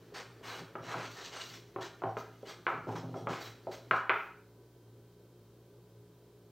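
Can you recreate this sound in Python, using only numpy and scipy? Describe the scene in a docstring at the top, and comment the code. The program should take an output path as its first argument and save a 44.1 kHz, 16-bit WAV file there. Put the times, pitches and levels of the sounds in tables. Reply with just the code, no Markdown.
"""A motor, probably the fridge, hums in a bare kitchen. From 0.1 s a spoon stirs dry powder round a
nonstick pan: each stroke crunches the grains, rasps the pan and lets loose powder hiss. On the way the
spoon knocks on floor and wall, and hard pushes shift the pan on the wooden counter. Two hard raps at
3.9 s and 4.1 s end the stirring; hum and room air go on to 6.5 s."""
import sys
import numpy as np
from scipy import signal
from scipy.fft import rfft, irfft, next_fast_len
from scipy.io import wavfile
from scipy.ndimage import uniform_filter1d

SR = 44100
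rng = np.random.default_rng(int(sys.argv[2]) if len(sys.argv) > 2 else 0)


def store_pcm(level_fs):
    """Save levels as 16-bit WAV."""
    pcm = np.round(np.clip(level_fs, -1, 1) * 32767).astype(np.int16)
    wavfile.write(sys.argv[1], SR, np.atleast_2d(pcm).T)


N = 287223


def from_db(db):
    """Decibels to gain."""
    return 10 ** (np.asarray(db) / 20)


def unit_rms(x):
    """Scale to rms 1."""
    return x / np.sqrt(np.mean(x ** 2) + 1e-20)


def add(out, start_s, x):
    """Mix x in from start_s."""
    at = round(start_s * SR)
    out[at:at + len(x)] += x[:len(out) - at]


def filtered(x, spectrum):
    """Apply (f/Hz, gain/dB) points, interpolated in log frequency."""
    size = next_fast_len(len(x), real=True)
    hz = np.fft.rfftfreq(size, 1 / SR)
    points_hz, points_db = np.transpose(spectrum)
    gain_db = np.interp(np.log(np.maximum(hz, 1)), np.log(points_hz), points_db)
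    return irfft(rfft(x, size) * from_db(gain_db), size)[:len(x)]


def coloured(x, spectrum):
    """Filter, then scale to rms 1."""
    return unit_rms(filtered(x, spectrum))


def drift(rate_hz):
    """Slow random wander, rms about 1."""
    size, hop = 2 ** 13, 40
    hz = np.fft.rfftfreq(size, hop / SR)
    slow = irfft(rfft(rng.standard_normal(size)) / (1 + (hz / rate_hz) ** 2))
    return np.interp(np.arange(N) / hop, np.arange(size), unit_rms(slow))


def grains(per_s, size_db):
    """Tiny slips at random times; size_db scales their spread in level."""
    sizes = from_db(size_db * np.minimum(rng.exponential(1, N), 4)) * rng.choice([-1, 1], N)
    return sizes * (rng.random(N) < per_s / SR)


def ring(force, modes):
    """Damped modes in parallel, signs alternating."""
    out = 0
    for k, (hz, level_db, t60_s) in enumerate(modes):
        radius = np.exp(-np.log(1000) / (t60_s * SR))
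        poles = [1, -2 * radius * np.cos(2 * np.pi * hz / SR), radius ** 2]
        out += (-1) ** k * from_db(level_db) * signal.lfilter([.5, 0, -.5], poles, force + 1e-18)
    return out


def swept(x, hz, width_hz):
    """Resonance with a moving centre; rms 1."""
    out, state = np.zeros(N), np.zeros(2)
    radius = np.exp(-np.pi * width_hz / SR)
    for i in range(0, N, 128):
        block = slice(i, i + 128)
        poles = [1, -2 * radius * np.cos(2 * np.pi * hz[i] / SR), radius ** 2]
        out[block], state = signal.lfilter([1, 0, -1], poles, x[block], zi=state)
    return unit_rms(out)


# stereo width: f/Hz, side-to-mid level/dB
STEREO_WIDTH = [(60, -25.5), (110, -33), (200, -25), (380, -18.5), (700, -14.5), (1290, -15.5),
                (2380, -9.5), (4400, -6), (8120, 0.5), (15000, -5)]


def spread(mid, other):
    """Two unrelated signals to stereo: narrow bass, wide treble."""
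    side = filtered(other, STEREO_WIDTH)
    return np.array([mid + side, mid - side])


# kitchen decay: f/Hz, t60/s
KITCHEN_DECAY = [(150, 0.37), (600, 0.41), (1400, 0.5), (3000, 0.45), (5000, 0.32), (8000, 0.39)]


def kitchen(x, wet_db, build_s):
    """Direct sound plus a diffuse tail that builds up, then dies band by band."""
    t = np.arange(2 ** 15) / SR
    hz = np.fft.rfftfreq(len(t), 1 / SR)
    white = rfft(rng.standard_normal(len(t)))
    centres_hz, t60s = np.transpose(KITCHEN_DECAY)
    tail = 0
    for t60_s, share in zip(t60s, np.eye(len(centres_hz))):
        band = irfft(white * np.interp(hz, centres_hz, share))
        tail += band * np.exp(-np.log(1000) * t / t60_s)
    spectrum = rfft(tail)
    whitened = irfft(spectrum / np.sqrt(uniform_filter1d(np.abs(spectrum) ** 2, size=41)))
    build_up = 1 - np.exp(-(t / build_s) ** 2)
    fade_out = np.clip(2 - 2.5 * t / t[-1], 0, 1)
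    tail = whitened * build_up * fade_out
    return x + from_db(wet_db) * signal.fftconvolve(x, tail / np.linalg.norm(tail))[:len(x)]


# room air and microphone hiss: f/Hz, relative level/dB
AIR_SPECTRUM = [(20, -14), (45, -11.5), (80, -2), (140, -1), (250, -6), (420, -10), (600, -7.5),
                (900, -11.5), (1400, -16), (1900, -21), (3000, -22), (3900, -19.5), (6000, -24.5),
                (10000, -28.5), (15800, -24)]


def room_air():
    """Steady noise, strongest in the bass."""
    return from_db(-68) * spread(*[coloured(rng.standard_normal(N), AIR_SPECTRUM) for _ in range(2)])


# motor hum lines: f/Hz, rms level/dB
MOTOR_LINES = [(58.5, -76), (116.5, -63), (174, -70.5), (232, -77), (293, -76), (354, -71.5), (414, -70),
               (556, -78), (984, -84), (1535, -87.5), (3150, -88.5)]


def motor():
    """The motor hums in gently wavering lines over a band of whirr."""
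    t = np.arange(N) / SR
    hum = 0
    for hz, db in MOTOR_LINES:
        amplitude = np.sqrt(2) * from_db(db + 2.2 * drift(3.5))
        hum += amplitude * np.sin(2 * np.pi * hz * t + 1.2 * drift(2.5))
    whirr_spectrum = [(100, -36), (280, -7.5), (420, 0.5), (560, -12.5), (900, -31), (3000, -68)]
    whirr = coloured(rng.standard_normal(N), whirr_spectrum)
    return hum + from_db(-65.5 + 2 * drift(7)) * whirr


BITE_SHARE, LET_GO_DB_PER_S, LIFT_S = 0.23, 329, 3.95


def pressure(pushes, release_db_per_s):
    """Envelope of pushes, summed in power: each bites, swells or fades, then dies away."""
    power, t = np.zeros(N), np.arange(SR) / SR
    for start_s, length_s, db, swell_db in pushes:
        bite = np.minimum(t / (BITE_SHARE * length_s), 1)
        hold_db = db + swell_db * (np.minimum(t / length_s, 1) - .5)
        release_db = release_db_per_s * np.maximum(t - length_s, 0)
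        add(power, start_s, (bite * from_db(hold_db - release_db)) ** 2)
    return np.sqrt(power)


def touching(db):
    """Steady gain while the spoon stays lightly in the powder; dies once it is lifted."""
    lifted_s = np.clip(np.arange(N) / SR - LIFT_S, 0, .5)
    return from_db(db - LET_GO_DB_PER_S * lifted_s)


# counter modes: f/Hz, level/dB, t60/s
COUNTER_MODES = [(111.7, -3, 0.35), (120.7, 1, 0.14), (166.7, -11, 0.37), (261.6, -7, 0.24)]


def counter(force):
    """The wood under the pan rings low."""
    return ring(force, COUNTER_MODES)


# pushes that shift the pan: t/s, length/s, level/dB
PAN_SHOVES = [(0.55, .09, -50.5), (0.797, 0.063, -48), (.94, .06, -44.5), (2.714, 0.11, -49.5),
              (2.877, 0.061, -42), (3.037, 0.3, -46.5), (3.28, .09, -49)]


def dragging():
    """The pan's base shudders on the wood when shoved and trembles while stirred."""
    shoves = [(*shove, 0) for shove in PAN_SHOVES]
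    envelope = np.hypot(pressure(shoves, release_db_per_s=109.5), touching(db=-62))
    shudder = grains(per_s=400, size_db=4.5)
    scrape_spectrum = [(60, -14), (110, -2), (380, 10.5), (900, -6.5), (2500, -50), (8000, -59)]
    wood = unit_rms(counter(shudder)) + from_db(-2.5) * coloured(shudder, scrape_spectrum)
    return envelope * unit_rms(wood)


# loose powder: f/Hz, relative level/dB
POWDER_SPECTRUM = [(7000, -22.5), (10000, -8), (12500, 1.5), (16000, 3.5)]


def powder_hiss(runs):
    """Loose powder runs off the spoon with a fine hiss that outlasts each stroke."""
    flow = np.hypot(pressure(runs, release_db_per_s=223.5), touching(db=-84))
    hiss = spread(*[coloured(grains(per_s=5900, size_db=1), POWDER_SPECTRUM) for _ in range(2)])
    return from_db(3) * flow * hiss


# spoon modes: f/Hz, relative level/dB, t60/s
SPOON_MODES = [(1839, -5, 0.059), (2100, 2.5, 0.01), (2575, -7, 0.024), (2910, -3.5, .03),
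               (3262, -0.5, 0.024), (3946, 2.5, 0.014), (4130, 1.5, 0.008), (4520, 3.5, 0.011),
               (5215, -3, 0.018), (5610, -4.5, 0.0225), (6100, -5, 0.017), (6870, -20.5, 0.01),
               (7460, -15, .02), (8300, -7, 0.0097)]


def spoon_ring():
    """Grains set the spoon ringing; different modes speak as the contact point wanders."""
    crush = grains(per_s=4600, size_db=-4.5)
    modes = sum(from_db(16 * np.tanh(drift(12))) * ring(crush, [mode]) for mode in SPOON_MODES)
    return coloured(modes, [(700, -14), (1600, 0), (8200, -2), (9500, -12.5)])


# crushed grains: f/Hz, relative level/dB
CRUNCH_SPECTRUM = [(900, -20), (2000, -17.5), (3000, 2), (4100, 2.5), (5000, -1.5), (6300, -1.5),
                   (8200, -12), (9500, -35), (12000, -22)]


def grain_crunch():
    """Grains give way under the spoon in dense clicks."""
    return coloured(grains(per_s=4200, size_db=-3), CRUNCH_SPECTRUM)


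# pan modes: f/Hz, level/dB, t60/s
PAN_MODES = [(341, -25.5, 0.18), (410.7, -4, 0.02), (426, -42.5, 0.26), (543, -19, 0.07),
             (658.6, -15.5, 0.096), (776, -19, 0.11), (815, -22.5, 0.15), (920, -0.5, 0.0067),
             (941, -24.5, 0.19), (1058, -28.5, 0.0493), (1227, -14.5, 0.081), (1300, -1.5, 0.012),
             (1389, -29, 0.16), (1403, -33.5, 0.2), (1706, -27, 0.23), (2177, 6, 0.0023), (2386, -39, 0.14),
             (2924, -11.5, 0.0058)]


def pan(force):
    """The powder-damped pan: short modes clack, long ones ring faintly."""
    return ring(force, PAN_MODES)


# spoon edge on pan: f/Hz, relative level/dB
RASP_SPECTRUM = [(200, -18), (400, 7), (600, 4), (900, 5), (1300, 6.5), (1900, -5), (2700, -10.5),
                 (4500, -36)]


def pan_rasp(pitch_hz):
    """The spoon's pressed edge slips over the pan, with a moving pitch."""
    slips = grains(per_s=3000, size_db=1.5)
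    edge_slips = coloured(grains(per_s=2600, size_db=2.5), [(2500, -13), (9000, -28)])
    edge = swept(edge_slips, pitch_hz, width_hz=1300)
    scrape = coloured(slips, RASP_SPECTRUM)
    return from_db(-3) * scrape + from_db(-23.5) * unit_rms(pan(slips)) + from_db(-5) * edge


# spoon strokes, levels relative:
# t/s, length/s, crunch level/dB, swell/dB, rasp over crunch/dB, rasp f/Hz, hiss level/dB
SPOON_STROKES = [(0.137, 0.063, -48, 0, 4.5, 1450, -72), (0.425, 0.17, -49.5, -3.5, 6.5, 1550, -68),
                 (0.815, 0.11, -53, 11.5, 8.5, 1070, -82), (0.943, 0.12, -51, 3.5, 11.5, 1190, -79),
                 (1.09, 0.1, -52.5, -4, -6, 1240, -71), (1.157, 0.075, -49.5, 4, 3, 1360, -77),
                 (1.237, .02, -43.5, 3, -5.5, 1820, -79), (1.307, 0.11, -46, 4, 2.5, 1780, -80),
                 (1.411, .11, -52.5, 3, -6, 1850, -69), (1.534, 0.025, -51, 3.5, -5, 1780, -70),
                 (1.805, 0.055, -49, -3.5, 4.5, 1350, -73), (2.166, 0.029, -56.5, 7, -14, 1500, -70),
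                 (2.447, 0.052, -53.5, 14, 2.5, 1350, -75), (2.684, 0.072, -61.5, -22, -1, 1190, -78),
                 (2.868, 0.057, -62, 7, 4, 950, -78), (2.949, 0.037, -52, -4, 8, 1440, -72),
                 (3.144, 0.065, -62.5, 1, -20, 900, -80), (3.284, 0.11, -49, -4.5, 11, 1200, -74),
                 (3.396, 0.085, -51, -3.5, 2, 1860, -64), (3.71, 0.032, -51, 3.5, 1.5, 1500, -68),
                 (3.909, 0.06, -58, 5, -2.5, 1347, -73), (4.098, 0.17, -67.5, -5, 9, 1184, -73)]


def stirring():
    """Each stroke crunches grains, rasps the pan and spills powder off the spoon."""
    t = np.arange(N) / SR
    start_s, length_s, crunch_db, swell_db, rasp_db, rasp_hz, hiss_db = np.transpose(SPOON_STROKES)
    middle_s = start_s + length_s / 2
    pushes = zip(start_s, length_s, crunch_db, swell_db)
    force = np.hypot(pressure(pushes, LET_GO_DB_PER_S), touching(db=-70.5))
    judder = from_db(1.3 * drift(45))  # the spoon catches and slips
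    crunch = from_db(-3.5) * spoon_ring() + from_db(-4.5) * grain_crunch()
    rasp = from_db(np.interp(t, middle_s, rasp_db)) * pan_rasp(np.interp(t, middle_s, rasp_hz))
    rubbing = from_db(-2.5) * judder * force * (crunch + rasp)
    runs = zip(start_s, length_s, hiss_db, swell_db)
    return kitchen(rubbing, wet_db=-4.5, build_s=0.0017) + powder_hiss(runs)


def blow(hz, floor_db, tick_db):
    """One contact: a brief ring of the struck spot, the pan's floor below that pitch, and a tick."""
    click = signal.unit_impulse(2 ** 15) + 1e-18
    force = signal.sosfilt(signal.butter(2, 1.064 * hz, fs=SR, output="sos"), click)
    spot = signal.lfilter(*signal.iirpeak(hz, 2.4, fs=SR), force)
    floor = signal.sosfilt(signal.butter(1, 0.85 * hz, fs=SR, output="sos"), force)
    tick = signal.sosfilt(signal.butter(1, 3000, "high", fs=SR, output="sos"), click)
    hardness = (hz / 1300) ** 2
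    return spot + from_db(floor_db - 3.5) * floor + from_db(tick_db) * hardness * tick


def rim_echoes(x, echo_db):
    """Bending waves return from the rim within milliseconds, each weaker than the last."""
    out = x.copy()
    delays_s = np.sort(rng.uniform(0.00072, 0.006033, size=4))
    signs = rng.choice([-1, 1], size=4)
    for k, (delay_s, sign) in enumerate(zip(delays_s, signs)):
        add(out, delay_s, sign * from_db(echo_db - k) * x)
    return out


def with_rebounds(strikes):
    """Each strike, then two rebounds on a softer contact, the second sooner and weaker."""
    for start_s, db, hz, floor_db, thud_db, gap_s, rebound_db in strikes:
        yield start_s, db, hz, floor_db, thud_db
        for late_s, change_db in (gap_s, rebound_db), (1.55 * gap_s, rebound_db - 7.5):
            yield start_s + late_s, db + change_db, 0.71 * hz, floor_db, thud_db + change_db


# spoon knocks, levels relative:
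# t/s, level/dB, contact f/Hz, pan floor level/dB, counter thud level/dB, rebound gap/s, rebound/dB
SPOON_KNOCKS = [(.123, -15, 437, -4, -22, .015, -1), (0.41, -20.5, 460, 8.5, -39, .015, -2),
                (.754, -11, 1210, 4, -10, 0.0084, -16), (.942, -2, 1130, -25, -8, .01, -18),
                (1.761, -12.5, 1050, 8.5, -5, 0.025, -0.5), (2.02, -6, 890, -2.5, -26, 0.0082, -20),
                (2.037, 0, 944, -2.5, 6, 0.018, -3.5), (2.169, -13, 1400, 9.5, -5, 0.02, -22),
                (2.43, -6.5, 453, -16, -23, .022, -5.5), (2.667, 5, 1620, -8, -12, .012, -1),
                (2.87, -13.5, 650, 7, -4, .011, 1.5), (2.891, -6.5, 800, 1.5, -6, .014, -10),
                (2.959, -8, 990, -19, -20, .012, -17), (3.036, -15.5, 680, 2.5, 6.5, .02, -10),
                (3.142, -12.5, 830, 4.5, -34, .018, 2.5), (3.271, -10, 1260, 11, -12, 0.021, -5),
                (3.67, -2.5, 608, -5, -5, 0.021, -5.5), (3.9107, 10, 1590, -12, 2.5, 0.022, -5),
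                (4.095, 8.5, 2000, -14.5, -10, 0.0064, 0)]


def knocks():
    """The spoon strikes the pan, each time at another spot, and the pan bumps the counter."""
    out = np.zeros(N)
    coating = signal.butter(6, 3900, fs=SR, output="sos")
    thud = counter(blow(hz=218, floor_db=4, tick_db=-41))
    for start_s, db, hz, floor_db, thud_db in with_rebounds(SPOON_KNOCKS):
        struck = pan(blow(hz, floor_db, tick_db=-28.5))
        clack = rim_echoes(signal.sosfilt(coating, struck), echo_db=-8.5)
        add(out, start_s, from_db(db - 17.5) * kitchen(clack, wet_db=-1, build_s=0.00161))
        add(out, start_s, from_db(thud_db - 42) * thud)
    return out


def scene():
    """All sources centred; only powder hiss and room air have width."""
    return knocks() + stirring() + dragging() + motor() + room_air()


def record(dry):
    """Roll off the deep bass and cut the top."""
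    highpass = signal.butter(2, 45, "high", fs=SR, output="sos")
    lowpass = signal.ellip(12, .1, 70, 15800, fs=SR, output="sos")
    return signal.sosfilt(lowpass, signal.sosfilt(highpass, dry))


dry = scene()
out = record(dry)
store_pcm(out)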